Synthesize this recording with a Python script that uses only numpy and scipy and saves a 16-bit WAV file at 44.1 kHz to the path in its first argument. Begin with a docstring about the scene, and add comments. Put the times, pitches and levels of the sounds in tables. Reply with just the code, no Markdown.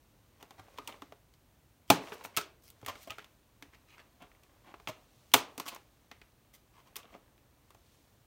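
"""Scissors work at the plastic ties on a stiff card, close to a camera in a small quiet room.
From the start, filtered noise gives faint hiss and rumble, and fingers rub the card (rough, crackly noise).
Before half a second blades begin to scuff and tick; soft thumps, decaying sine waves, soon join in.
Ties snap near 1.9 s and 5.3 s: noise bursts, with a blow that rings the card and the room.
Small contacts go on between and after the snaps; at the end only rubbing and the faint background are left."""
import sys
import numpy as np
from scipy import signal
from scipy.fft import rfft, irfft, next_fast_len
from scipy.io import wavfile

SR = 44100
rng = np.random.default_rng(int(sys.argv[2]) if len(sys.argv) > 2 else 0)


def put_to_file(sound):
    """Save the sound as 16-bit audio at rate SR, in the file named by the first command-line argument."""
    columns = np.atleast_2d(sound).T  # one column per channel
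    safe = np.clip(columns, -1, 1)
    whole_steps = np.round(safe * 32767)
    wavfile.write(sys.argv[1], SR, whole_steps.astype(np.int16))


N = 364266

# colour of the room and microphone noise, only its shape counts: (f/Hz, level/dB)
AIR_COLOUR = [(15, -36), (28, -17), (45, -6), (119, -8), (171, -15), (306, -15.5), (400, -20.5),
              (857, -23.5), (1920, -29.5), (15500, -36.5)]
AIR_DB = -64.5  # level of that noise before the final colouring
# fingers on the card: (t/s, rustle level/dB, hiss level/dB)
RUBS = [(.2, -78, -80), (.4, -69, -79), (.92, -59, -65), (1.25, -83.5, -90), (1.93, -85, -89.5),
        (2.03, -52.5, -57), (2.2, -54, -63), (2.55, -81, -94), (2.999, -64.5, -60.5), (3.45, -81.5, -83.5),
        (3.87, -72, -79.5), (4.5, -72, -77), (5.3, -73, -70), (5.599, -65.5, -71.5), (5.9, -75.5, -77),
        (6.6, -81, -86), (6.971, -67, -81.5), (7.5, -78.5, -89), (7.92, -75.5, -70), (8.26, -78, -81)]
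# colour of skin rubbing: (f/Hz, level/dB)
SKIN_COLOUR = [(88, -71.5), (150, -9.5), (555, 4), (821, -1.5), (1140, 1), (1260, -7.5), (1600, -5.5),
               (2450, -7), (16000, -35)]

# short slides of blade or tie over the card:
# (t/s, length/s, level/dB over that length, favoured f/Hz, treble level/dB)
SCUFFS = [(0.398, 0.026, -59.5, 870, -9), (0.578, 0.032, -52, 766, -14.5), (0.877, 0.03, -46, 880, -25),
          (1.875, 0.029, -61.5, 3200, -6), (2.056, .045, -54, 1236, -20.5),
          (2.123, 0.027, -52.5, 1300, -3.5), (2.235, 0.029, -48, 2580, -1),
          (2.336, 0.029, -60, 2500, -21.5), (2.37, 0.017, -33.5, 1265, -24.5),
          (2.616, 0.092, -61.5, 5100, 3), (2.872, 0.04, -39, 1098, -15.5), (3.01, 0.042, -56.5, 1980, 0),
          (3.068, 0.025, -47, 646, -8), (3.185, 0.055, -58.5, 1910, -20.5),
          (3.725, 0.035, -59.5, 1780, -19), (3.872, 0.1, -62, 2515, -16), (3.967, 0.06, -57, 1757, -20),
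          (4.201, 0.055, -53.5, 691, -25.5), (4.638, 0.094, -57.5, 848, -24),
          (4.876, 0.029, -39.5, 629, -9), (5.653, 0.031, -44, 1106, -7.5), (5.676, 0.02, -38.5, 2599, -3.5),
          (5.712, 0.044, -49, 1067, -15), (6.532, 0.035, -58, 2050, 0.5), (6.733, 0.096, -64, 1094, -12),
          (6.848, 0.047, -64.5, 1060, -9), (6.964, 0.0492, -56.5, 1110, -14), (7.059, .07, -66, 1140, -20),
          (7.112, 0.059, -59, 647, -11.5)]
# sharp contacts of blade, tie and card:
# (t/s, level/dB over the first 10 ms, favoured f/Hz, treble level/dB)
CLICKS = [(0.427, -48, 820, -7.5), (0.508, -50, 810, -8), (0.6825, -57.5, 810, -28),
          (0.776, -53.5, 4370, -12), (0.7846, -38.5, 990, -13.5), (0.8746, -39, 2900, -0.5),
          (0.9246, -51.5, 3200, -26), (0.9423, -51, 870, -33), (1.0203, -43.5, 1120, -12.5),
          (1.1223, -47, 650, -14), (1.3388, -64.5, 4360, -7), (1.9013, -17.5, 2350, 0),
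          (1.902, -13.5, 666, -10), (1.9024, -22, 3800, -11), (2.073, -50, 2470, -34),
          (2.104, -54, 979, -31), (2.1205, -40.5, 1420, -33.5), (2.129, -45.5, 1520, -25),
          (2.2105, -48, 980, -22), (2.2491, -40, 910, -21), (2.3664, -32, 5900, -1),
          (2.3714, -25.5, 2820, 1), (2.3805, -34, 4370, -6.5), (2.385, -36.5, 1370, -19),
          (2.4116, -42, 1420, -8), (2.702, -53.5, 3570, 9), (2.815, -61, 1330, -8),
          (2.8287, -49.5, 490, -27), (2.848, -55, 2340, -9), (2.8623, -39, 1960, -3),
          (2.8831, -40, 1220, -3), (2.9549, -49, 1310, -17.5), (3.0989, -46.5, 2480, -21),
          (3.1047, -38, 2560, -9), (3.119, -47, 3200, -32), (3.183, -43, 1350, -12),
          (3.192, -49, 1640, -23), (3.2239, -62, 1102, -12.5), (3.2443, -53.5, 2714, -10),
          (3.6247, -46.5, 1810, -10), (4.2236, -55, 752, -4), (4.3156, -61, 1900, -37.5),
          (4.35, -65, 2006, -22.5), (4.4342, -62, 2393, -3.5), (4.7403, -45.5, 1060, -25),
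          (4.799, -54.5, 800, -14), (4.8736, -34.5, 2630, -21), (5.317, -55.5, 3200, -8),
          (5.3385, -13.5, 3200, 2.5), (5.3398, -15, 1014, -12), (5.348, -27, 3080, -5.5),
          (5.579, -39.5, 885, -1.5), (5.599, -34, 1100, -5), (5.748, -49.5, 6170, 8.5),
          (5.7609, -45.5, 936, -13), (6.1142, -46.5, 1820, -16.5), (6.2153, -53, 2070, -16),
          (6.78, -62, 980, -19.5), (6.957, -44, 3120, -6.5), (6.962, -49.5, 1110, -3),
          (6.9645, -38.5, 2490, 5), (7.031, -58.5, 3000, -14), (7.043, -56.5, 675, -34),
          (7.054, -57, 1090, -30), (7.141, -55.5, 1990, -32), (7.1503, -48.5, 610, -41),
          (7.379, -67, 2380, -12), (7.7053, -56.5, 1174, -3), (7.7475, -57.5, 609, -5)]
# the card flexes or is knocked: (t/s, starting level/dB before the soft onset, f/Hz)
THUMPS = [(.59, -49, 100.5), (0.788, -42, 280), (.791, -32.5, 1230), (1.021, -38, 280), (1.902, -25, 126),
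          (1.902, -21, 181), (1.902, -13.5, 275.1), (1.904, -15.5, 420), (1.905, -7, 840),
          (2.119, -35, 436), (2.371, -17, 1293), (2.829, -44, 112), (2.879, -45, 91), (3.099, -45, 98),
          (3.104, -32, 1256), (3.111, -39.5, 650), (3.626, -41.5, 280), (4.882, -43, 118),
          (5.339, -35.5, 128), (5.34, -19.5, 280), (5.343, -23, 417.3), (5.347, -22, 840), (5.58, -36, 280),
          (7.148, -43, 300)]

# ways the card rings: (f/Hz, width/Hz, level/dB before random scatter and the ring level)
CARD_MODES = [(280, 37, -2), (420, 19, 4), (697, 14, 1.5), (840, 36, 1), (1050, 96, -8), (1320, 160, -5.5),
              (1397, 20, -3), (1980, 12, -12.5), (2180, 150, -9), (2470, 66, -6), (3200, 180, -4),
              (3620, 180, -2.5), (5900, 220, -17.5)]
# colour of breaking plastic, shared by clicks and scuffs: (f/Hz, level/dB)
CRACK_COLOUR = [(40, -40.5), (100, -10.5), (200, -2), (500, -2.5), (1200, -3), (1700, -9.5), (2300, -8.5),
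                (3300, -11.5), (4600, -10.5), (5700, -9.5), (8660, -12), (14600, -13), (16000, -16.5)]
# how long an echo of size 1 takes to fall 60 dB: (f/Hz, time/s)
ECHO_TIMES = [(100, 0.94), (300, 0.98), (1000, 0.59), (4000, 0.46), (12000, 0.24)]
# colour of the whole sound, uneven treble and then a steep fall near 16 kHz: (f/Hz, level/dB)
FINAL_COLOUR = [(4000, -2), (5000, -4.5), (6200, -2), (7700, -4), (8900, -1.5), (10500, -5.5), (12300, 1),
                (13200, -5), (14500, 2), (15800, 1), (16100, -19.5)]

# bass level at 1 kHz, -40 dB and treble -10 dB, then its change with each of these
BASS_DB, BASS_DB_PER_OCTAVE = -5, -5.5
BASS_DB_PER_DB, BASS_DB_PER_TREBLE_DB = -0.02, -0.12  # dull contacts are the fuller ones
SPOT_DB_PER_OCTAVE = -5  # spots pitched above 1 kHz ring less
BREAK_S, BREAK_GROWS = 0.0012, 0.16  # fading time at -45 dB; dB of time per dB of level
LEAD_S = 0.0004  # a break starts just before it is heard
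THUMP_CYCLES, THUMP_S = 11, 0.025  # time to fall 60 dB: so many cycles plus this many seconds
THUMP_ROOM_DB = -11
ROOM_LOW_HZ = 230  # the small room hardly answers below
NEAR_SIZE = 0.087  # size of the nearby reflections; multiplies the echo times
SPAN = 2 ** 14  # samples in an echo; contacts last twice that
CEILING = 0.93  # where the camera's input saturates
TOP_HZ = 16800


def amp(db):
    """Turn decibels into a plain multiplier."""
    return 10 ** (np.asarray(db) / 20)


def unit(x):
    """Bring a sound to an average (RMS) strength of 1."""
    return x / np.sqrt(np.mean(x ** 2) + 1e-20)


def along(points, hz):
    """Read between (f/Hz, value) points, with pitch on a log scale."""
    f, value = np.transpose(points)
    return np.interp(np.log(hz + 1), np.log(f + 1), value)


def filtered(x, response):
    """Make each frequency of a sound stronger or weaker."""
    size = next_fast_len(len(x) + 8192)
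    hz = np.fft.rfftfreq(size, 1 / SR)
    return irfft(rfft(x, size) * response(hz), size)[:len(x)]


def add(out, s, sound):
    """Mix a sound in at s seconds."""
    out[round(s * SR):][:len(sound)] += sound


def air():
    """Steady rumble of the house and hiss of the microphone: coloured noise."""
    noise = rng.standard_normal(N)
    return amp(AIR_DB) * unit(filtered(noise, lambda f: amp(along(AIR_COLOUR, f))))


def grit(count, spiky_db):
    """Friction: noise whose strength jumps as one tiny bump after another catches."""
    jumps = np.repeat(rng.standard_normal(count // 40 + 1), 40)[:count]  # one jump per 40 samples
    return unit(rng.standard_normal(count) * amp(spiky_db * jumps))


def crackle(rate, spread_db):
    """The bent card gives in small irregular pops, each a dying puff of a few ms."""
    when = rng.random(N) < rate / SR  # rate is the average number of pops per second
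    size = amp(spread_db * rng.uniform(-1, 1, N))
    fade = np.exp(-np.arange(400) / SR / 0.0047)
    puffs = np.convolve(when * size, fade)[:N]
    return unit(puffs * rng.standard_normal(N))


def rubs():
    """Skin on coated card: friction makes a dull, crackly rustle and a fine hiss."""
    s, rustle_db, hiss_db = np.transpose(RUBS)
    t = np.arange(N) / SR
    rustle_level = amp(np.interp(t, s, rustle_db))
    hiss_level = amp(np.interp(t, s, hiss_db))

    def low_share(f):
        """Share of each frequency given to the rustle; the rest is hiss."""
        return 1 / (1 + (f / 4000) ** 4)

    rough = grit(N, spiky_db=-2.5) + amp(-1.5) * crackle(rate=64, spread_db=3.5)
    rustle = filtered(rough, lambda f: amp(along(SKIN_COLOUR, f)) * low_share(f))
    fine = grit(N, spiky_db=2.5)
    hiss = filtered(fine, lambda f: amp(along(SKIN_COLOUR, f)) * (1 - low_share(f)))
    return rustle_level * unit(rustle) + hiss_level * unit(hiss)


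def causal(db):
    """Minimum-phase filter: the given levels, with the sound let out as early as possible."""
    cepstrum = irfft(np.maximum(db, -120) * np.log(10) / 20)
    half = len(cepstrum) // 2
    cepstrum[1:half] *= 2
    cepstrum[half + 1:] = 0
    return np.exp(rfft(cepstrum))


def room_tail(size, gap_s):
    """Spectrum of a fresh blurred echo: noise that swells over gap_s and dies at each pitch's own speed."""
    hz, t, cells = signal.stft(rng.standard_normal(SPAN), SR, nperseg=128)
    decay = amp(-60 * t / size / along(ECHO_TIMES, hz)[:, None])
    tail = signal.istft(cells * decay, SR, nperseg=128)[1][:SPAN]
    tail = tail * np.clip(np.arange(SPAN) / SR / gap_s, 0, 1)
    return rfft(tail / np.linalg.norm(tail), 2 * SPAN)


def resonance(f, centre_hz, width_hz):
    """Something that rings at one pitch; the narrower it is, the longer it rings."""
    return 1j * f * width_hz / (centre_hz ** 2 - f * f + 1j * f * width_hz)


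def body_db(db, favour_hz, treble_db):
    """Bass of a contact: high-pitched spots and hard breaks have less body."""
    from_pitch = BASS_DB_PER_OCTAVE * np.log2(favour_hz / 1000)
    from_level = BASS_DB_PER_DB * (db + 40)
    from_treble = BASS_DB_PER_TREBLE_DB * (treble_db + 10)
    return BASS_DB + from_pitch + from_level + from_treble


def contact(force, feed, bass_db, treble_db, favour_hz, favour_db,
            spot_db, spot_q, ring_db, near_db, room_db):
    """The force is heard directly; the feed sets the card, the touched spot and the room sounding."""
    f = np.fft.rfftfreq(2 * SPAN, 1 / SR)
    tilt = along([(150, 1.5 * bass_db), (700, bass_db), (2800, 0), (10000, treble_db)], f)
    favour = favour_db * np.exp(-(np.log((f + 1) / favour_hz) / 0.24) ** 2)

    scatter = rng.normal(0, 3, len(CARD_MODES))  # each contact rings the card a little differently
    ringing = 0
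    for k, (hz, width, db) in enumerate(CARD_MODES):
        ringing = ringing + (-1) ** k * amp(db + scatter[k]) * resonance(f, hz, width)

    bass_cut = (1j * f / (ROOM_LOW_HZ + 1j * f)) ** 3
    room = room_tail(0.58, gap_s=0.0033) * bass_cut
    spot_level = amp(spot_db + SPOT_DB_PER_OCTAVE * max(0, np.log2(favour_hz / 1000)))
    spot = spot_level * resonance(f, favour_hz, favour_hz / spot_q)
    near = room_tail(NEAR_SIZE, gap_s=0.0011)  # hands, table top and wall close by

    after = amp(ring_db) * ringing + amp(room_db) * room + spot + amp(near_db) * near
    colour = causal(along(CRACK_COLOUR, f) + tilt + favour)
    return irfft(colour * (rfft(force, 2 * SPAN) + rfft(feed, 2 * SPAN) * after))


def scuffs():
    """Each slide swells and fades as a gritty hiss through the card."""
    out, t = np.zeros(N + 2 * SPAN), np.arange(8192) / SR
    for s, length, db, favour_hz, treble_db in SCUFFS:
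        swell = np.sin(np.pi * np.clip(t / length, 0, 1)) ** 0.79
        force = grit(len(t), spiky_db=5) * swell
        bass_db = body_db(db, favour_hz, treble_db)
        sound = contact(force, force, bass_db, treble_db, favour_hz, favour_db=2,
                        spot_db=9, spot_q=17, ring_db=1.5, near_db=-10.5, room_db=-7.0)
        add(out, s, amp(db) * sound / np.std(sound[:round(length * SR)]))
    return out[:N]


def clicks():
    """Each contact is a burst of fracture noise; harder breaks last longer."""
    out, t = np.zeros(N + 2 * SPAN), np.arange(2048) / SR
    for s, db, favour_hz, treble_db in CLICKS:
        u = t / (BREAK_S * amp(BREAK_GROWS * (db + 45)))
        shape = np.exp(-u) * (1 - np.exp(-u / 0.44))
        force = unit(grit(len(t), spiky_db=8.5) * shape)
        # card and room feel a single impulse with the energy of the whole burst
        blow = np.linalg.norm(force) * (shape == shape.max())
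        bass_db = body_db(db, favour_hz, treble_db)
        sound = contact(force, blow, bass_db, treble_db, favour_hz, favour_db=4.5,
                        spot_db=10, spot_q=9, ring_db=7.5, near_db=-2.0, room_db=-6.5)
        add(out, s - LEAD_S, amp(db) * sound / np.std(sound[:SR // 100]))
    return out[:N]


def thumps():
    """A soft push or knock: a sine wave that soon dies away, and the room's answer."""
    out, t = np.zeros(N + SR), np.arange(SR // 4) / SR
    for s, db, hz in THUMPS:
        fade = amp(db - 60 * t / (THUMP_CYCLES / hz + THUMP_S))
        soft_onset = 1 - np.exp(-t / 0.0023)
        push = fade * np.sin(2 * np.pi * hz * t) * soft_onset
        answer = amp(THUMP_ROOM_DB) * room_tail(0.33, gap_s=0.0029)
        add(out, s, irfft(rfft(push, 2 * SPAN) * (1 + answer)))
    return out[:N]


def scene():
    """Everything near the card, over the background, as one channel."""
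    return (air() + rubs() + scuffs() + clicks() + thumps())[None]


def record(dry):
    """The treble is made uneven and falls steeply near 16 kHz, the loudest peaks round off, the top is cut."""
    heard = filtered(dry[0], lambda f: amp(along(FINAL_COLOUR, f)))
    heard = heard / (1 + np.abs(heard / CEILING) ** 6) ** (1 / 6)
    return filtered(heard, lambda f: f < TOP_HZ)[None]


dry = scene()
out = record(dry)
put_to_file(out)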